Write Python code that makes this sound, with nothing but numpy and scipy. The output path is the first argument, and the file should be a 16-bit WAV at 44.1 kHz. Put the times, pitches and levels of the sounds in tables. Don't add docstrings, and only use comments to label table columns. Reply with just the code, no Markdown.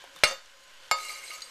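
import sys
import numpy as np
from scipy import signal
from scipy.io import wavfile
from scipy.ndimage import uniform_filter1d

SR = 44100
rng = np.random.default_rng(int(sys.argv[2]) if len(sys.argv) > 2 else 0)


def invert_db(x):
    u = np.asarray(x, float) / 20
    return 10 ** u


def master_out(mix):
    frames = np.transpose(np.atleast_2d(mix))
    ceiling = np.clip(frames, -1, 1)
    pcm = np.round(ceiling * 32767).astype(np.int16)
    wavfile.write(sys.argv[1], SR, pcm)


N = 66150

# f/Hz, density/dB per Hz
SIZZLE_COLOUR = [(59, -11), (100, -15.5), (491, -13.5), (545, -1), (698, -18), (1060, -3), (1150, -11.5),
                 (3090, -2.5), (14000, -28.5)]
# f/Hz, width/Hz, level/dB
POT_AIR = [(515, 72, -12), (1041, 12.6, 3.5), (1544, 216, -0.5), (2290, 38, -21), (2930, 135, -3.5)]
# t/s, level/dB
SIZZLE_LEVEL = [
    [(0.0, -52.5), (0.132, -53.5), (0.14, -53)],
    [(0.47, -57.5), (0.592, -57.5), (0.9, -54)],
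]
# t/s, puff/dB, f/Hz, ring/dB, ring t60/s
TICKS = [(.040, -37.5, 673, -48, 0.066), (0.04, -59, 3100, -38.5, 0.0073), (.161, -58, 3604, -48.5, 0.25),
         (0.1616, -40.5, 1060, -63, 0.02), (.162, -46, 2210, -46, .03), (0.1615, -45.5, 7400, -60, .02),
         (.1615, -50, 13300, -57, 0.04), (.163, -62, 10700, -61, .06), (.188, -49, 6000, -60, .02),
         (.188, -62, 13100, -64, 0.092), (.19, -45, 2220, -55, .03), (.219, -70, 10900, -71, 0.035),
         (.188, -57, 10700, -55.5, 0.054), (.243, -17, 1450, -33, 0.05), (0.275, -28, 1350, -50, 0.02),
         (0.2388, -18, 4400, -41, .04), (.276, -53, 10700, -42, 0.073), (.287, -31, 6430, -40, .03),
         (0.289, -36, 1300, -51, .05), (.298, -33, 1943, -37, 0.058), (0.268, -32, 2816, -23, 0.054),
         (.272, -40, 6330, -30.5, 0.084), (.292, -35, 4460, -36.5, 0.25), (.293, -36, 3620, -46, 0.28),
         (0.322, -46, 4680, -37.5, 0.075), (.33, -60, 11840, -52.5, 0.1), (.332, -61, 7290, -50, 0.18),
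         (0.459, -46, 5240, -77, 0.024), (0.638, -54.5, 7200, -88, 0.022)]
# t/s, puff/dB, f/Hz, ring/dB, ring t60/s
CATCHES = [(.985, -39, 5000, -50, .03), (.985, -48, 2188, -32.5, .05), (1.033, -55, 2203, -41, 0.046),
           (1.048, -60, 8250, -41, 0.062), (1.05, -45, 4960, -44, .03), (1.05, -60, 2160, -40, 0.062),
           (1.105, -55, 4710, -35, 0.036), (1.112, -60, 8420, -40, 0.054), (1.12, -55, 6250, -40, 0.044),
           (1.158, -53, 2179, -37.5, 0.048), (1.284, -50, 4140, -42.5, 0.045), (1.407, -39, 4460, -54, .03),
           (1.084, -49, 4086, -33, 0.046), (1.092, -60, 2268, -36, 0.055), (1.136, -46, 4620, -40, 0.13),
           (1.246, -60, 8430, -41, 0.089), (1.305, -41, 2204, -35, 0.077), (1.315, -39, 2800, -38, 0.044),
           (1.312, -46, 1246, -45, 0.1), (1.349, -67, 2116, -46, 0.043), (1.387, -69, 1262, -44, 0.057),
           (1.4205, -39, 4720, -35, 0.071), (1.4194, -60, 4460, -38, 0.082),
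           (1.4188, -62, 4065, -38.5, 0.072), (1.419, -42, 2600, -48, .02), (1.42, -54, 6640, -39.5, 0.072),
           (1.423, -44, 4600, -62, 0.024), (1.441, -62, 8170, -46, 0.1), (1.42, -46.5, 8320, -40.5, 0.048),
           (1.477, -68, 2270, -72, 0.033), (1.242, -66, 2206, -43, 0.13)]
# t/s, level/dB, f/Hz, length/s
THUDS = [
    (.06, -63.5, 278, 0.06),
    (.145, -59.5, 296, 0.018),
    (.158, -64, 171, 0.021),
]
# t/s, level/dB
SLIDE_LEVEL = [
    (.14, -62.5),
    (.17, -57.5),
    (.23, -60.5),
    (.24, -28),
    (.27, -47),
    (.31, -34.5),
    (.35, -57),
    (.40, -62),
    (.46, -63),
]
# f/Hz, density/dB per Hz
SLIDE_COLOUR = [(100, -115), (330, -59), (550, -4.5), (1250, -4), (2500, -15), (6500, -4.5), (9300, -18.5),
                (14000, -41)]
# f/Hz, t60/s, level/dB
CHATTER = [(1450, 0.054, -6), (1925, 0.055, -4.5), (2820, 0.038, -6), (541, 0.077, -2), (4460, .07, -9),
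           (4950, 0.034, -3.5), (5700, 0.036, -7), (6310, 0.044, -15), (6790, 0.057, -6.5),
           (7970, 0.057, -13), (9650, .015, -13), (10700, 0.032, -15), (12100, .02, -12),
           (13100, 0.013, -10)]
# t/s, blade/dB, board/dB, crack/dB, crack t60/s
KNOCKS = [
    (.2358, -20, -21, -14, .045),
    (.9126, -20, -20, -16, .022),
]
# snap/dB, snap f/Hz, push/dB, push length/s
CONTACT = [
    (-3.5, 2260, -36.5, 0.0085),
    (-13, 4930, -40, 0.0019),
]
# f/Hz, density/dB per Hz
CRACK_COLOURS = [
    [(100, -44), (450, -19.5), (1850, -17.5), (2230, -8), (3070, -25.5), (5190, -14.5), (10800, -36),
     (14200, -36.5)],
    [(60, -65), (500, -11), (900, 1), (2000, -9.5), (5000, -16), (9000, -20.5), (16000, -39)],
]
# f/Hz, t60/s, knock 1/dB, knock 2/dB
BOARD = [(150, .05, -14, -44), (600, .1, -6, -14), (850, .03, -9, -4), (1040, .03, -10, -14),
         (1440, .035, -14, -14), (1600, .06, -14, -7), (1925, .04, -12, -18), (2306, .03, -3, -12),
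         (5190, .035, 2, -3), (7850, .04, -8, -24), (9950, .03, -24, -30), (11880, .05, -16, -44),
         (13100, .05, -12, -44)]
# f/Hz, t60/s, knock 1/dB, knock 2/dB
BLADE = [(538, .3, -22, -18), (1256, .27, -6, -1), (2178, .12, 0, 0), (2810, .15, -2, -15),
         (3620, .33, -15, -17.5), (4083, .09, 1, -18), (4460, .19, -5, -8), (4713, .22, -11, -11),
         (6305, .2, -13, -27), (6715, .2, -30, -28), (7290, .13, -18, -7), (8315, .14, -7, -26),
         (10700, .09, -7, -42), (11330, .06, -40, -13)]
# t/s, level/dB
SCRAPE_LEVEL = [
    (.93, -66),
    (.975, -46),
    (.99, -44.5),
    (1.1, -41),
    (1.19, -49),
    (1.26, -47.5),
    (1.33, -42),
    (1.40, -52),
    (1.5, -54),
]
# f/Hz, density/dB per Hz
SCRAPE_COLOUR = [(100, -50), (330, -9.5), (570, 1), (2200, -14), (5000, 0), (8500, -3), (11000, -7),
                 (14000, -8.5)]
# f/Hz, t60/s, level/dB
SING = [(1252, .1, -11), (2150, .05, -6), (2205, .04, -5), (2300, .035, -7), (2820, .05, -9),
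        (4075, .045, -4), (4455, .08, -9), (4700, .04, -5), (6280, .045, -9), (6690, .045, -10),
        (7300, .07, -12), (7840, .06, -12), (8300, .03, -6), (9960, .05, -17),
        (5500, .012, -10), (8900, .012, -13), (9500, .015, -16), (10500, .015, -15), (11800, .012, -15),
        (13250, .012, -15)]
# t/s, offset/thousandths of full scale
SAG = [
    (.234, -.2),
    (.25, -6),
    (.32, -2.6),
    (.4, -1.4),
    (.61, -.7),
    (.77, 2.1),
    (.91, .2),
    (.93, -1.1),
    (1.27, -.3),
]

RUMBLE_DB, RUMBLE_HZ = -75.5, 25
PUFF_T60_S, PUFF_SKIRT_DB = .012, -26
RISE_S, LOW_CUT_HZ = .0015, 30
SING_DB, HISS_DB, WAVER_DB = -2.5, -4.5, 3.5
ROOM_T60_S, ROOM_DB, ROOM_HZ = 0.27, -12.5, 5350
BAND_HZ, LEAK_GAIN = 13850, .07


def evened(x):
    return x / np.sqrt(np.mean(x ** 2) + 1e-20)


def add(mix, start_s, sound):
    part = mix[round(start_s * SR):][:len(sound)]
    part += sound[:len(part)]


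def colour(x, points):
    hz, db = np.transpose(points)
    f = abs(np.fft.fftfreq(4096, 1 / SR))
    log_gain = np.interp(np.log(f + 1), np.log(hz + 1), db) * np.log(10) / 20
    spectrum = np.exp(np.conj(signal.hilbert(log_gain)))
    taps = np.fft.ifft(spectrum).real[:2048]
    return signal.oaconvolve(x, taps / np.linalg.norm(taps))[:len(x)]


def level(points):
    return invert_db(np.interp(np.arange(N) / SR, *np.transpose(points)))


def wander(db, size):
    return invert_db(db * evened(uniform_filter1d(rng.standard_normal(N), size)))


def slips(per_s, spread_db):
    size = invert_db(spread_db * np.minimum(rng.exponential(1, N), 4))
    happens = rng.random(N) < per_s / SR
    return evened(size * rng.standard_normal(N) * happens)


def ring(modes, column):
    t = np.arange(SR // 2) / SR
    m = np.array(modes).T[:, :, None]
    decay = invert_db(m[column] - 60 * t / m[1])
    partials = decay * np.sin(2 * np.pi * m[0] * t)
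    return partials.sum(0) * np.minimum(t / RISE_S, 1)


def rung(drive, modes):
    out = np.zeros(N)
    for mode in modes:
        gripped = drive * wander(WAVER_DB, size=900)
        out += signal.oaconvolve(gripped, ring([mode], column=2))[:N]
    return out / np.linalg.norm(ring(modes, column=2))


def sizzle():
    fizz = colour(.9 * rng.standard_normal(N) + .35 * slips(2500, 3.0), SIZZLE_COLOUR)
    t = np.arange(2000) / SR
    air = np.zeros(len(t))
    for hz, width_hz, db in POT_AIR:
        air += invert_db(db) * width_hz * np.exp(-np.pi * width_hz * t) * np.cos(2 * np.pi * hz * t)
    fizz = fizz + invert_db(-2.5) * evened(signal.oaconvolve(rng.standard_normal(N), air)[:N])
    swell = wander(1.0, size=3000)
    rumble = signal.lfilter(*signal.butter(2, RUMBLE_HZ, fs=SR), rng.standard_normal(N))
    lumps = wander(1.3, size=5000)
    points = [row for part in SIZZLE_LEVEL for row in part]
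    return evened(fizz) * level(points) * swell + invert_db(RUMBLE_DB) * evened(rumble) * lumps


def ticks():
    out, t = np.zeros(N), np.arange(12000) / SR
    for s, puff_db, hz, ring_db, ring_t60_s in TICKS + CATCHES:
        puff = rng.standard_normal(len(t)) * invert_db(puff_db - 60 * t / PUFF_T60_S)
        skirt = [(hz / 9, 2 * PUFF_SKIRT_DB), (hz / 3, PUFF_SKIRT_DB), (hz / 1.5, -5),
                 (hz, 0), (hz * 1.4, -5), (hz * 2.5, PUFF_SKIRT_DB)]
        add(out, s, colour(puff, skirt))
        decay = invert_db(ring_db - 60 * t / ring_t60_s) * np.minimum(t / RISE_S, 1)
        add(out, s, decay * np.sin(2 * np.pi * hz * t))
    for s, db, hz, length_s in THUDS:
        bump = np.sin(np.pi * np.minimum(t / length_s, 1))
        add(out, s, invert_db(db) * bump * np.sin(2 * np.pi * hz * t))
    return out


def slide():
    drive = slips(6000, 2.5) * level(SLIDE_LEVEL) * wander(1.8, size=150)
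    return invert_db(-5) * rung(drive, CHATTER) + invert_db(-3.5) * colour(drive, SLIDE_COLOUR)


def knocks():
    out, t = np.zeros(N), np.arange(4000) / SR
    for k, (s, _, board_db, crack_db, crack_t60_s) in enumerate(KNOCKS):
        snap_db, snap_hz, push_db, push_s = CONTACT[k]
        add(out, s, invert_db(board_db) * ring(BOARD, column=2 + k))
        crack = rng.standard_normal(len(t)) * invert_db(crack_db - 60 * t / crack_t60_s)
        add(out, s, colour(crack, CRACK_COLOURS[k]))
        cycles = snap_hz * t
        snap = (0.42 + 1.27 * cycles) * np.sin(2 * np.pi * np.clip(cycles, -1, 1))
        add(out, s, -invert_db(snap_db) * snap)
        add(out, s, invert_db(push_db) * np.sin(np.pi * np.minimum(t / push_s, 1)) ** 2)
    return out


def blade():
    out = np.zeros(N)
    for k, (s, blade_db, *_) in enumerate(KNOCKS):
        add(out, s, invert_db(blade_db) * ring(BLADE, column=2 + k))
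    return out


def scrape():
    drive = slips(10000, 2.0) * level(SCRAPE_LEVEL) * wander(1.6, size=700)
    return invert_db(SING_DB) * rung(drive, SING) + invert_db(HISS_DB) * colour(drive, SCRAPE_COLOUR)


def room(x):
    t = np.arange(SR // 2) / SR
    tail = rng.standard_normal(len(t)) * invert_db(-60 * t / ROOM_T60_S) * (t > .004)
    tail = signal.lfilter(*signal.butter(1, [250, ROOM_HZ], "band", fs=SR), tail)
    return invert_db(ROOM_DB) * signal.oaconvolve(x, tail / np.linalg.norm(tail))[:N]


def scene():
    near = ticks() + slide() + knocks() + scrape()
    near = signal.lfilter(*signal.butter(2, LOW_CUT_HZ, "high", fs=SR), near)
    return (near + room(near) + blade() + sizzle())[None]


def top_cut(x):
    return signal.sosfilt(signal.butter(12, 14340, fs=SR, output="sos"), x)


def record(dry):
    taps = signal.firwin(511, BAND_HZ, fs=SR)[None]
    sag = np.interp(np.arange(N) / SR, *np.transpose(SAG)) / 1000
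    sag = uniform_filter1d(sag, size=600)
    mix = signal.oaconvolve(dry, taps, "same") + LEAK_GAIN * dry + sag
    return top_cut(mix)


dry = scene()
out = record(dry)
master_out(out)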